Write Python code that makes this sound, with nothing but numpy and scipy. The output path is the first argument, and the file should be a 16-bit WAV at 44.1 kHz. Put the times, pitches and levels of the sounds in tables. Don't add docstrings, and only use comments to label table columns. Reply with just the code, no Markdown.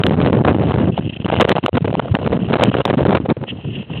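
import sys
import numpy as np
from scipy import signal
from scipy.fft import rfft, irfft, next_fast_len
from scipy.io import wavfile
from scipy.ndimage import map_coordinates

SR = 44100
rng = np.random.default_rng(int(sys.argv[2]) if len(sys.argv) > 2 else 0)


def wav_out(sig):
    wavfile.write(sys.argv[1], SR, np.round(np.clip(np.atleast_2d(sig).T, -1, 1) * 32767).astype(np.int16))


N = 176400

# t/s, force level/dB re the diaphragm's limit, fine eddies level/dB re the force
GUSTS = [(0, 11.5, -13.5), (.15, 5, -15), (.27, 10, -16.5), (.42, 11.5, -25.5), (.5, 10.5, -11.5),
         (.6, 3, -16), (.69, 3.5, -9.5), (.83, 6.5, -11), (.89, 7, -26), (.92, -0.5, -37), (.96, -22.5, -4),
         (.99, 6.5, -30.5), (1.02, -9.5, -13.5), (1.08, -2, -29.5), (1.12, -12.5, -19), (1.22, -5.5, -13.5),
         (1.27, 2, -5), (1.35, 3, -8), (1.45, 3.5, 2), (1.57, -0.5, -7), (1.68, -13.5, -6.5),
         (1.75, -2, -24), (1.84, 1.5, -30), (2.01, 2.5, -1), (2.05, -18, -6), (2.09, -15, -6.5),
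         (2.12, 0, -33), (2.16, 10, -13.5), (2.21, -19.5, -10), (2.28, 10, -15), (2.36, -1.5, -11.5),
         (2.45, -7, -17), (2.53, 0, -2.5), (2.63, 3, 0), (2.69, -6, -12.5), (2.8, -3, -4), (2.92, -5, -1),
         (2.98, 10, -13), (3.16, 6, -2), (3.21, -7.5, -17), (3.26, -11.5, -9.5), (3.3, 28, -39),
         (3.35, -26, -7.5), (3.43, -11.5, -12.5), (3.47, -26, -9), (3.55, -10.5, -20), (3.63, -26, -10.5),
         (3.67, -6, -29.5), (3.72, -14, -22.5), (3.8, -10, -20.5), (3.86, -36.5, -6), (3.91, -11.5, -14),
         (3.95, -17, -11.5), (4, -11, -31)]
# t/s, level/dB re the eddies
LEAN = [(0, -8.5), (.85, -1.5), (1.2, 10), (1.35, 1), (1.6, 5.5), (1.9, 7), (2.1, 6), (2.3, -3), (2.55, 2),
        (2.9, 6), (3.1, -2.5), (3.35, 5), (3.55, -27.5), (4, 2)]
# centre t/s, length/s, level/dB re the eddies
STALLS = [(0.035, 0.021, 13.5), (0.099, 0.022, 7), (0.432, 0.014, 19.5), (0.581, 0.006, 25),
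          (1.275, 0.012, 34), (1.399, 0.018, 12), (1.47, 0.0087, 26.5), (1.545, 0.017, 26),
          (1.615, 0.03, 14.5), (1.675, 0.017, 8), (1.697, 0.067, 28.5), (1.787, 0.025, 26),
          (1.842, 0.014, 22.5), (1.958, 0.012, 12), (2.18, .018, 27.5), (2.383, 0.017, 13.5),
          (2.552, 0.013, 11.5), (2.707, 0.014, 16.5), (2.831, 0.025, 12.5), (2.859, 0.022, 22),
          (2.923, 0.014, 23.5), (2.964, 0.018, 10.5), (3.193, 0.018, 17), (3.351, .05, 33.5)]
# f/Hz, level/dB
RUMBLE_EQ = [(25, -8), (60, 2), (110, -2), (200, -7), (400, -20.5), (800, -50), (2000, -62), (5000, -100)]
# f/Hz, level/dB
RASP_EQ = [(80, -14.5), (250, -4.5), (500, 3.5), (900, -5.5), (1500, -13.5), (2200, -20.5), (3200, -21),
           (4500, -26.5)]
def wind():
    force_db, fine_db = curves(GUSTS)
    lean_db, = curves(LEAN)
    puffs = amp(flutter(depth_db=6, per_second=190)) * noise(RASP_EQ)
    surges = amp(flutter(depth_db=2.5, per_second=55))
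    eddies = surges * (noise(RUMBLE_EQ) + amp(fine_db) * puffs / puffs.std())
    lean = amp(lean_db + flutter(depth_db=4, per_second=90))
    stalls = sum(amp(db) * gate(t, length) for t, length, db in STALLS)
    return amp(force_db) * (eddies + lean + stalls)


# centre t/s, length/s, force level/dB, sputter level/dB re the force
BUFFETS = [(0.058, 0.011, -4, 0), (0.132, 0.033, -1.5, -9.5), (0.262, .006, 17, -2.5),
           (0.277, 0.012, 2, -1.5), (0.331, 0.0052, -0.5, 2.5), (0.453, 0.0087, 11.5, 0.5),
           (0.477, 0.012, 19, -20), (0.485, 0.0062, 4.5, 5), (0.814, .036, -1, -8),
           (0.988, 0.0094, -6, -2.5), (1.411, 0.028, 4.5, 8), (1.451, 0.0047, 11, -3.5),
           (1.491, 0.0051, 13.5, 4), (1.516, 0.03, 5, -3.5), (1.566, 0.0063, 2, -2.5),
           (1.645, 0.017, -6.5, -3), (1.659, 0.0052, -5.5, -1), (1.75, 0.025, -3, -4.5),
           (1.776, 0.013, -7, 6), (1.853, 0.021, -7.5, -3.5), (1.882, 0.017, -6.5, -6.5),
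           (1.982, 0.028, -12, -13.5), (2.146, 0.009, -3, -2.5), (2.538, 0.0077, 12, -4),
           (2.559, 0.0091, -2.5, 2), (2.625, 0.012, -1.5, 2.5), (2.685, 0.026, 4, -9.5),
           (2.75, 0.012, 4.5, -9), (2.861, 0.0024, -6, -2.5), (2.888, 0.0045, -22.5, 5.5),
           (2.905, 0.013, -5.5, 5.5), (2.996, 0.022, -2, -7), (3.058, 0.0097, 5.5, -12.5),
           (3.098, .03, 7.5, -11), (3.128, 0.021, -5, 2.5), (3.154, 0.012, 1.5, 4.5),
           (3.301, .04, 1.5, -11), (3.433, 0.021, -12.5, -13.5)]
# f/Hz, level/dB
THUMP_EQ = [(40, -35.5), (90, 4), (160, 2), (260, 2.5), (450, -6.5), (900, -47.5), (3000, -93.5)]
def buffets(pressure):
    thump = noise(THUMP_EQ) + 0.76
    sputter = amp(flutter(depth_db=6.5, per_second=300)) * noise(RASP_EQ)
    for t, length, db, sputter_db in BUFFETS:
        mix = gate(t, length)
        pressure = (1 - mix) * pressure + mix * amp(db) * (thump + amp(sputter_db) * sputter)
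    return pressure


def diaphragm(pressure):
    give, trim_db = 0.058, -9
    travel = soft_clip(pressure, knee=2.4) + give * np.arcsinh(pressure)
    bass_cut = signal.butter(2, 109, "high", fs=SR, output="sos")
    return amp(trim_db) * signal.sosfilt(bass_cut, travel)


# centre t/s, level/dB, f/Hz
POPS = [(.371, -7.5, 400), (.818, -9.5, 200), (.979, -8.5, 742), (1.331, -7.5, 653), (1.481, -13.5, 646),
        (1.583, -6.5, 810), (1.683, -9.5, 682), (1.692, -12, 508), (1.746, -10, 123), (1.824, -9, 150),
        (1.929, -12.5, 580), (1.953, -8, 796), (2.0, -10, 1160), (2.058, -16, 550), (2.12, -5, 109),
        (2.149, -6.5, 221), (2.169, -14, 620), (2.61, -10, 1057), (2.686, -2.5, 200.3), (2.743, -8.5, 1400),
        (2.879, -11, 800), (2.976, -6.5, 210), (3.008, -6, 488), (3.37, -18.5, 460)]
# f/Hz, level/dB
RATTLE_EQ = [(200, -12.5), (900, 3), (2000, -5.5), (2900, -1.5), (4000, -8), (5000, -4)]
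def pops(x):
    swings, glide, duck = 2.5, .15, .7
    grit_per_hz = .0005
    rattle = noise(RATTLE_EQ)
    for t, db, hz in POPS:
        phase, bend = rng.uniform(-1, 1, 2)
        cycles = np.clip((np.arange(N) / SR - t) * hz, -swings, swings)
        swing = np.sin(2 * np.pi * (cycles + glide * bend * cycles ** 2 + phase))
        mix = swell(t, swings / hz)
        x = (1 - duck * mix) * x + amp(db) * mix * (swing + grit_per_hz * hz * rattle)
    return x


CEILING = .72
# centre t/s, peak level/dB re the ceiling, before clipping
CRACKS = [(0.037, 0), (0.067, 1), (1.411, 3.5), (1.416, 1.5), (1.494, 2), (1.518, 0), (1.663, 1.5),
          (2.152, 0), (2.637, 5), (2.854, 2.5)]
def cracks(x):
    rattle = np.tanh(2 * noise(RATTLE_EQ))
    channel_swing = np.abs(channel(rattle))
    for t, db in CRACKS:
        mix = gate(t, length=0.0024)
        gain = CEILING * amp(db) / np.max(mix * channel_swing)
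        x = (1 - mix) * x + gain * mix * rattle
    return x


# t/s, level/dB re the diaphragm's limit
WHISTLE_SWELLS = [(0, -39.5), (.7, -25), (.93, -35.5), (1.03, -28.5), (1.15, -23), (1.19, -30), (1.36, -13),
                  (1.82, -30.5), (2.08, -39.5), (2.35, -33), (2.78, -22), (3.2, -45), (3.455, -64),
                  (3.48, -17), (3.505, -19), (3.54, -44.5), (3.68, -32), (3.82, -27), (3.87, -55.5),
                  (3.91, -30), (3.97, -27.5), (4, -25)]
# f/Hz, level/dB
WHISTLE_EQ = [(300, -11), (1300, -32), (1850, -7), (2350, -12.5), (2650, 4), (2850, 5.5), (3200, 1.5),
              (3600, -12), (4500, -21.5)]
def whistle():
    level_db, = curves(WHISTLE_SWELLS)
    return amp(level_db + flutter(depth_db=3.5, per_second=110)) * noise(WHISTLE_EQ)


# f/Hz, level/dB
HISS_EQ = [(100, -3.5), (500, 0.5), (1500, -5), (3000, -8.5), (4500, -6.5)]
def hiss():
    return amp(-49.5) * noise(HISS_EQ)


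# f/Hz, level/dB
CHANNEL_EQ = [(20, -21), (35, -17), (50, -10.5), (90, 0.5), (200, 1), (500, 2.5), (1200, 0.5), (2200, 1),
              (3000, 1), (3700, -2), (4100, -8), (4400, -23.5), (4700, -49), (6000, -82)]
def channel(x):
    return equalise(x, CHANNEL_EQ)


def amp(db):
    return 10 ** (np.asarray(db) / 20)


def curves(rows):
    times, *columns = np.transpose(rows)
    return [np.interp(np.arange(N) / SR, times, column) for column in columns]


def flutter(depth_db, per_second):
    position = np.arange(N) * per_second / SR
    return depth_db * map_coordinates(rng.standard_normal(N // 10), [position], mode="wrap")


def swell(centre, length):
    offset = (np.arange(N) / SR - centre) / length
    return np.maximum(1 - (2 * offset) ** 2, 0)


def gate(centre, length):
    return np.minimum(2.09 * swell(centre, length), 1)


def soft_clip(x, knee):
    return x / (1 + np.abs(x) ** knee) ** (1 / knee)


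def filtered(x, response):
    size = next_fast_len(N + SR // 2)
    hz = np.fft.rfftfreq(size, 1 / SR)
    return irfft(rfft(x, size) * response(hz), size)[:N]


def equalise(x, eq):
    f, db = np.transpose(eq)
    return filtered(x, lambda hz: amp(np.interp(np.log(hz + 1), np.log(f + 1), db)))


def noise(eq):
    x = equalise(rng.standard_normal(N), eq)
    return x / x.std()


def scene():
    pressure = buffets(wind()) + whistle()
    mic = pops(diaphragm(pressure))
    preamp_limit = 0.61
    rounded = preamp_limit * soft_clip(mic / preamp_limit, knee=6)
    sound = cracks(rounded) + hiss()
    dropout = 1 - .9 * gate(centre=1.709, length=.03)
    return (sound * dropout)[None]


def record(dry):
    clipped = CEILING * soft_clip(channel(dry[0]) / CEILING, knee=36)
    top_hz = 16500
    return filtered(clipped, lambda hz: 1 / (1 + (hz / top_hz) ** 40))[None]


dry = scene()
out = record(dry)
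wav_out(out)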